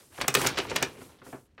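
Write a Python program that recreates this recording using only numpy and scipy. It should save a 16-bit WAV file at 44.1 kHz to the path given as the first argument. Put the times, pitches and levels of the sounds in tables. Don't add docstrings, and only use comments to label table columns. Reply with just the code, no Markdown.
import sys
import numpy as np
from scipy import signal
from scipy.fft import rfft, irfft, next_fast_len
from scipy.io import wavfile
from scipy.ndimage import uniform_filter1d

SR = 44100
rng = np.random.default_rng(int(sys.argv[2]) if len(sys.argv) > 2 else 0)


def voltage_ratio(level):
    return 10 ** (np.asarray(level, float) / 20)


def generate_wav(signal):
    frames = np.transpose(np.atleast_2d(signal))
    scaled = np.clip(frames, -1, 1) * 32767
    pcm = np.round(scaled).astype(np.int16)
    wavfile.write(sys.argv[1], SR, pcm)


N = 70560

# f/Hz, level/dB (per Hz)
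ROOM_TONE = [(25, -12), (70, 1), (140, -7), (300, -10.5), (1000, -34), (3000, -37), (16000, -53.5)]
# f/Hz, level/dB (per Hz)
FINGERS = [(900, -30), (1800, -16), (4000, -1.5), (8000, 4.5), (12000, 4.5), (15000, -7.5), (17000, 0)]
# f/Hz, level/dB (per Hz)
CRUMPLE = [(200, -6), (400, -11), (800, 2), (1600, -4), (3000, -5), (6000, -13), (10000, -37)]
# f/Hz, level/dB (per Hz)
AIR = [(25, -25), (60, -7.5), (135, -7), (200, -14), (390, -4.5), (600, -20)]
# t/s, hiss level/dB
SLIDE = [(0, -60), (.1, -65), (.19, -52), (.26, -60), (.335, -54), (.36, -39), (.465, -38), (.55, -66),
         (.645, -54), (.675, -63), (.87, -57), (.975, -64), (1.025, -55.5), (1.228, -78), (1.252, -58),
         (1.325, -57.5), (1.468, -75), (1.485, -92)]
# t/s, crumpling level/dB, air push relative to it level/dB
MOTION = [(0, -59.5, -2), (.1, -69, 2.5), (.17, -52, -8), (.235, -46.5, 5), (.27, -71.5, 20),
          (.33, -53, 5.5), (.37, -34, -14.5), (.44, -32, -5.5), (.545, -41, -3.5), (.62, -41.5, -6),
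          (.68, -46.5, 4), (.73, -43.5, 5), (.81, -41.5, -3.5), (.9, -55.5, 4.5), (1.04, -57, 5),
          (1.2, -66, -1), (1.3, -59, 6.5), (1.48, -79.5, -1)]
# f/Hz, width f/Hz, level/dB
SHEET = [(131, 14, -1), (266.7, 37, -4), (390.5, 31.3, 2.5), (481, 180, -8)]
# t/s, peak level/dB, top f/Hz, body level/dB, dying time t/s
FLOPS = [(0.121, -48.5, 2430, -7, 0.068), (.178, -31, 3200, -8, 0.034), (.185, -28, 1770, 5.5, 0.027),
         (.202, -26.5, 3550, -7, 0.1), (0.2434, -17.5, 2280, -18, 0.026), (.276, -31.5, 4240, -10, .02),
         (0.305, -32.5, 3580, -25, .08), (0.451, -13, 2370, 0, 0.017), (.572, -18, 4670, -9.5, 0.11),
         (0.599, -19, 3700, -6, 0.025), (0.6505, -19.5, 1484, -24, 0.016), (0.714, -21, 2600, -7, 0.071),
         (.754, -24.5, 4100, -17, 0.037), (0.819, -17.5, 2660, 0, 0.013), (.862, -28, 3200, 2.5, 0.02),
         (0.979, -44.5, 1740, 7, .05), (1.014, -35.5, 2000, -2, 0.051), (1.098, -41.5, 1500, -9, 0.025),
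         (1.2166, -37, 1760, -0.5, 0.047), (1.263, -40, 1800, 2.5, 0.099), (1.326, -32, 1973, 3, 0.084),
         (1.342, -39, 1517, -4, 0.11), (1.5788, -35.5, 2470, -8.5, 0.065), (1.592, -42.5, 1500, -0.5, .03)]
# t/s, peak level/dB, brightness level/dB, body level/dB, dying time t/s
SNAPS = [(0.2128, -16, -5, -23, 0.011), (0.2167, -18, -18, -35, 0.033), (0.2804, -8.5, 1, -11.5, 0.041),
         (0.341, -18.5, 5, -17.5, 0.055), (0.3497, -2.5, -6.5, -17, 0.016),
         (0.3545, -13, -22, -12.5, 0.014), (0.3702, -19, -8.5, 6.5, 0.024), (0.4151, -17.5, 1, -4, 0.027),
         (0.4637, -14, -19.5, -36, 0.09), (0.4702, -17, 9.5, -4, 0.013), (0.5792, -19, -5.5, -28, 0.015),
         (0.5857, -17.5, -13, -2.5, 0.037), (0.6974, -27.5, -30, -21, 0.054), (0.7057, -32.5, -17, 3, 0.1),
         (.7596, -13, -1, -11, 0.0067), (0.7629, -10, -16, -18, 0.028), (0.8254, -13, 1, -9.5, 0.023),
         (0.8288, -16, -33, -13, 0.037), (1.454, -63.5, -1, 0, .07), (1.548, -64, -4, -24, .03)]

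ROOM_TONE_DB = -64
ROOM_T60_S, WALL_CUT_HZ, ROOM_DB = 0.22, 7400, -20
GRAINS_PER_S, GRAIN_SPREAD_DB = 2700, -1
CRACKS_PER_S, CRACK_SPREAD_DB, EVEN_S = 9000, 4.5, .003
FIRST_CRACK, FIRST_LAG_S = 5.0, .0006
SNAP_RISE_S, FLOP_RISE_S, HOLD_S = .0004, .0008, .0018
EDGE_LOW_HZ, EDGE_HIGH_HZ, TOP_HZ = 650, 4500, 8500
MID_DB, BRIGHT_DB, BODY_DB = -7, -6, -2
BRIGHT_DIES, BODY_DIES = .55, 1.3
TICK_DB, TICK_DIES, TICK_GROWS = -13, .3, .4
PANEL_TOP_HZ, FLOP_LOW_HZ, FLOP_DB = 970, 514, -9
MIC_LOW_HZ, MIC_TOP_HZ = 47, 16150


def rms_one(x):
    return x / np.sqrt(np.mean(x ** 2) + 1e-20)


def in_time(rows):
    s, *columns = np.transpose(rows)
    return [np.interp(np.arange(N) / SR, s, c) for c in columns]


def drift(rate):
    r = np.exp(-80 * np.pi * rate / SR)
    noise = rng.standard_normal(N // 40 + 2002)
    slow = signal.lfilter([1], [1, -2 * r, r * r], noise)[2000:]
    return np.interp(np.arange(N) / 40, np.arange(len(slow)), rms_one(slow))


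def clicks(per_s, spread_db):
    sizes = voltage_ratio(spread_db * np.minimum(rng.exponential(1, N), 4)) * rng.choice([-1, 1], N)
    return rms_one(sizes * (rng.random(N) < per_s / SR) + 1e-9)


def colour(x, spectrum, patchy_db):
    hz, db = np.transpose(spectrum)
    edges = 24 * 2 ** np.arange(0, 9.8, .5)
    out = 0
    for low, high in zip(edges, edges[1:]):
        level = np.interp(np.log(low * high) / 2, np.log(hz), db, left=-90)
        sos = signal.butter(2, [low, high], "band", fs=SR, output="sos")
        band = signal.sosfilt(sos, x)
        sign = (-1) ** round(2 * np.log2(low / 24))
        out = out + sign * voltage_ratio(level + patchy_db * drift(25)) * band
    return rms_one(out)


def passed(x, hz, kind):
    sos = signal.butter(2, hz, kind, fs=SR, output="sos")
    pulse = signal.sosfilt(sos, np.eye(1, 2000)[0])
    return signal.sosfilt(sos, x) / np.sqrt(np.sum(pulse ** 2))


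def burst(s, rise, dying):
    age = np.maximum(np.arange(N) / SR - s, 0)
    fall = voltage_ratio(-60 * np.maximum(age - HOLD_S, 0) / max(dying, .003))
    return (1 - np.exp(-age / rise)) * fall


def room_tone():
    return voltage_ratio(ROOM_TONE_DB) * colour(rng.standard_normal(N), ROOM_TONE, patchy_db=2.0)


def room(x):
    size = next_fast_len(N + SR // 2)
    w = 2 * np.pi * np.arange(size // 2 + 1) / size
    dull = 1 / (1 + 1j * w * SR / (2 * np.pi * WALL_CUT_HZ))
    echoes = 0
    for k, lag in enumerate(rng.uniform(.003, .025, 18) * SR):
        loop = voltage_ratio(-60 * lag / SR / ROOM_T60_S) * dull * np.exp(-1j * w * lag)
        echoes = echoes + (-1) ** k * loop / (1 - loop)
    return irfft(rfft(x, size) * echoes, size)[:N]


def handling():
    crumple_db, air_db = in_time(MOTION)
    slide_db, = in_time(SLIDE)
    grains = clicks(GRAINS_PER_S * voltage_ratio(2.6 * drift(30)), GRAIN_SPREAD_DB)
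    crumple = colour(grains, CRUMPLE, patchy_db=2.5)
    air = colour(rng.standard_normal(N), AIR + [(1000, -60)], patchy_db=2.0)
    hiss = colour(rng.standard_normal(N), FINGERS, patchy_db=1.0)
    return voltage_ratio(crumple_db) * (crumple + voltage_ratio(air_db) * air) + voltage_ratio(slide_db) * hiss


def panels(x):
    out = 0
    for k, (hz, width, db) in enumerate(SHEET):
        r = np.exp(-np.pi * width / SR)
        zeros = [(1 - r * r) / 2, 0, (r * r - 1) / 2]
        poles = [1, -2 * r * np.cos(2 * np.pi * hz / SR), r * r]
        out = out + (-1) ** k * voltage_ratio(db) * signal.lfilter(zeros, poles, x)
    return out * 9


def crack_stream():
    cracks = clicks(CRACKS_PER_S, CRACK_SPREAD_DB)
    cracks = cracks / np.sqrt(uniform_filter1d(cracks ** 2, int(EVEN_S * SR)) + .05)
    cracks[[int((row[0] + FIRST_LAG_S) * SR) for row in SNAPS + FLOPS]] = FIRST_CRACK
    return cracks


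def creases():
    cracks = crack_stream()
    mid, bright, body, tick, flops = np.zeros((5, N))
    for s, db, bright_db, body_db, dying in SNAPS:
        tick_db = db + bright_db + TICK_DB + TICK_GROWS * (db + 18)
        mid += voltage_ratio(db + MID_DB) * burst(s, SNAP_RISE_S, dying)
        bright += voltage_ratio(db + bright_db + BRIGHT_DB) * burst(s, SNAP_RISE_S, dying * BRIGHT_DIES)
        body += voltage_ratio(db + body_db + BODY_DB) * burst(s, FLOP_RISE_S, dying * BODY_DIES)
        tick += voltage_ratio(tick_db) * burst(s, SNAP_RISE_S, dying * TICK_DIES)
    for s, db, top_hz, body_db, dying in FLOPS:
        part = slice(int(s * SR), int(s * SR) + SR // 5)
        flop = (burst(s, FLOP_RISE_S, dying) * cracks)[part]
        dull = passed(flop, [FLOP_LOW_HZ, top_hz], "band")
        dull = passed(dull, 1.4 * top_hz, "low") * np.sqrt(3 * top_hz / SR)
        flops[part] += voltage_ratio(db + FLOP_DB) * dull
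        body += voltage_ratio(db + body_db + BODY_DB) * burst(s, FLOP_RISE_S, dying * BODY_DIES)
    crackle = passed(mid * cracks, TOP_HZ, "low") * np.sqrt(2 * TOP_HZ / SR)
    crackle = passed(crackle, [EDGE_LOW_HZ, 1.45 * EDGE_HIGH_HZ], "band")
    edge = passed(bright * cracks, [EDGE_HIGH_HZ, TOP_HZ], "band")
    sharp = passed(tick * cracks, TOP_HZ, "high")
    thud = panels(passed(body * cracks, PANEL_TOP_HZ, "low")) / 5
    return flops + sharp + crackle + edge + thud


def scene():
    paper = creases()
    return (paper + voltage_ratio(ROOM_DB) * room(paper) + handling() + room_tone())[None]


def top_cut(x):
    return signal.sosfilt(signal.butter(12, 16780, fs=SR, output="sos"), x)


def record(dry):
    thin = signal.sosfilt(signal.butter(2, MIC_LOW_HZ, "high", fs=SR, output="sos"), dry)
    mix = signal.sosfilt(signal.cheby2(20, 45, MIC_TOP_HZ, fs=SR, output="sos"), thin)
    return top_cut(mix)


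dry = scene()
out = record(dry)
generate_wav(out)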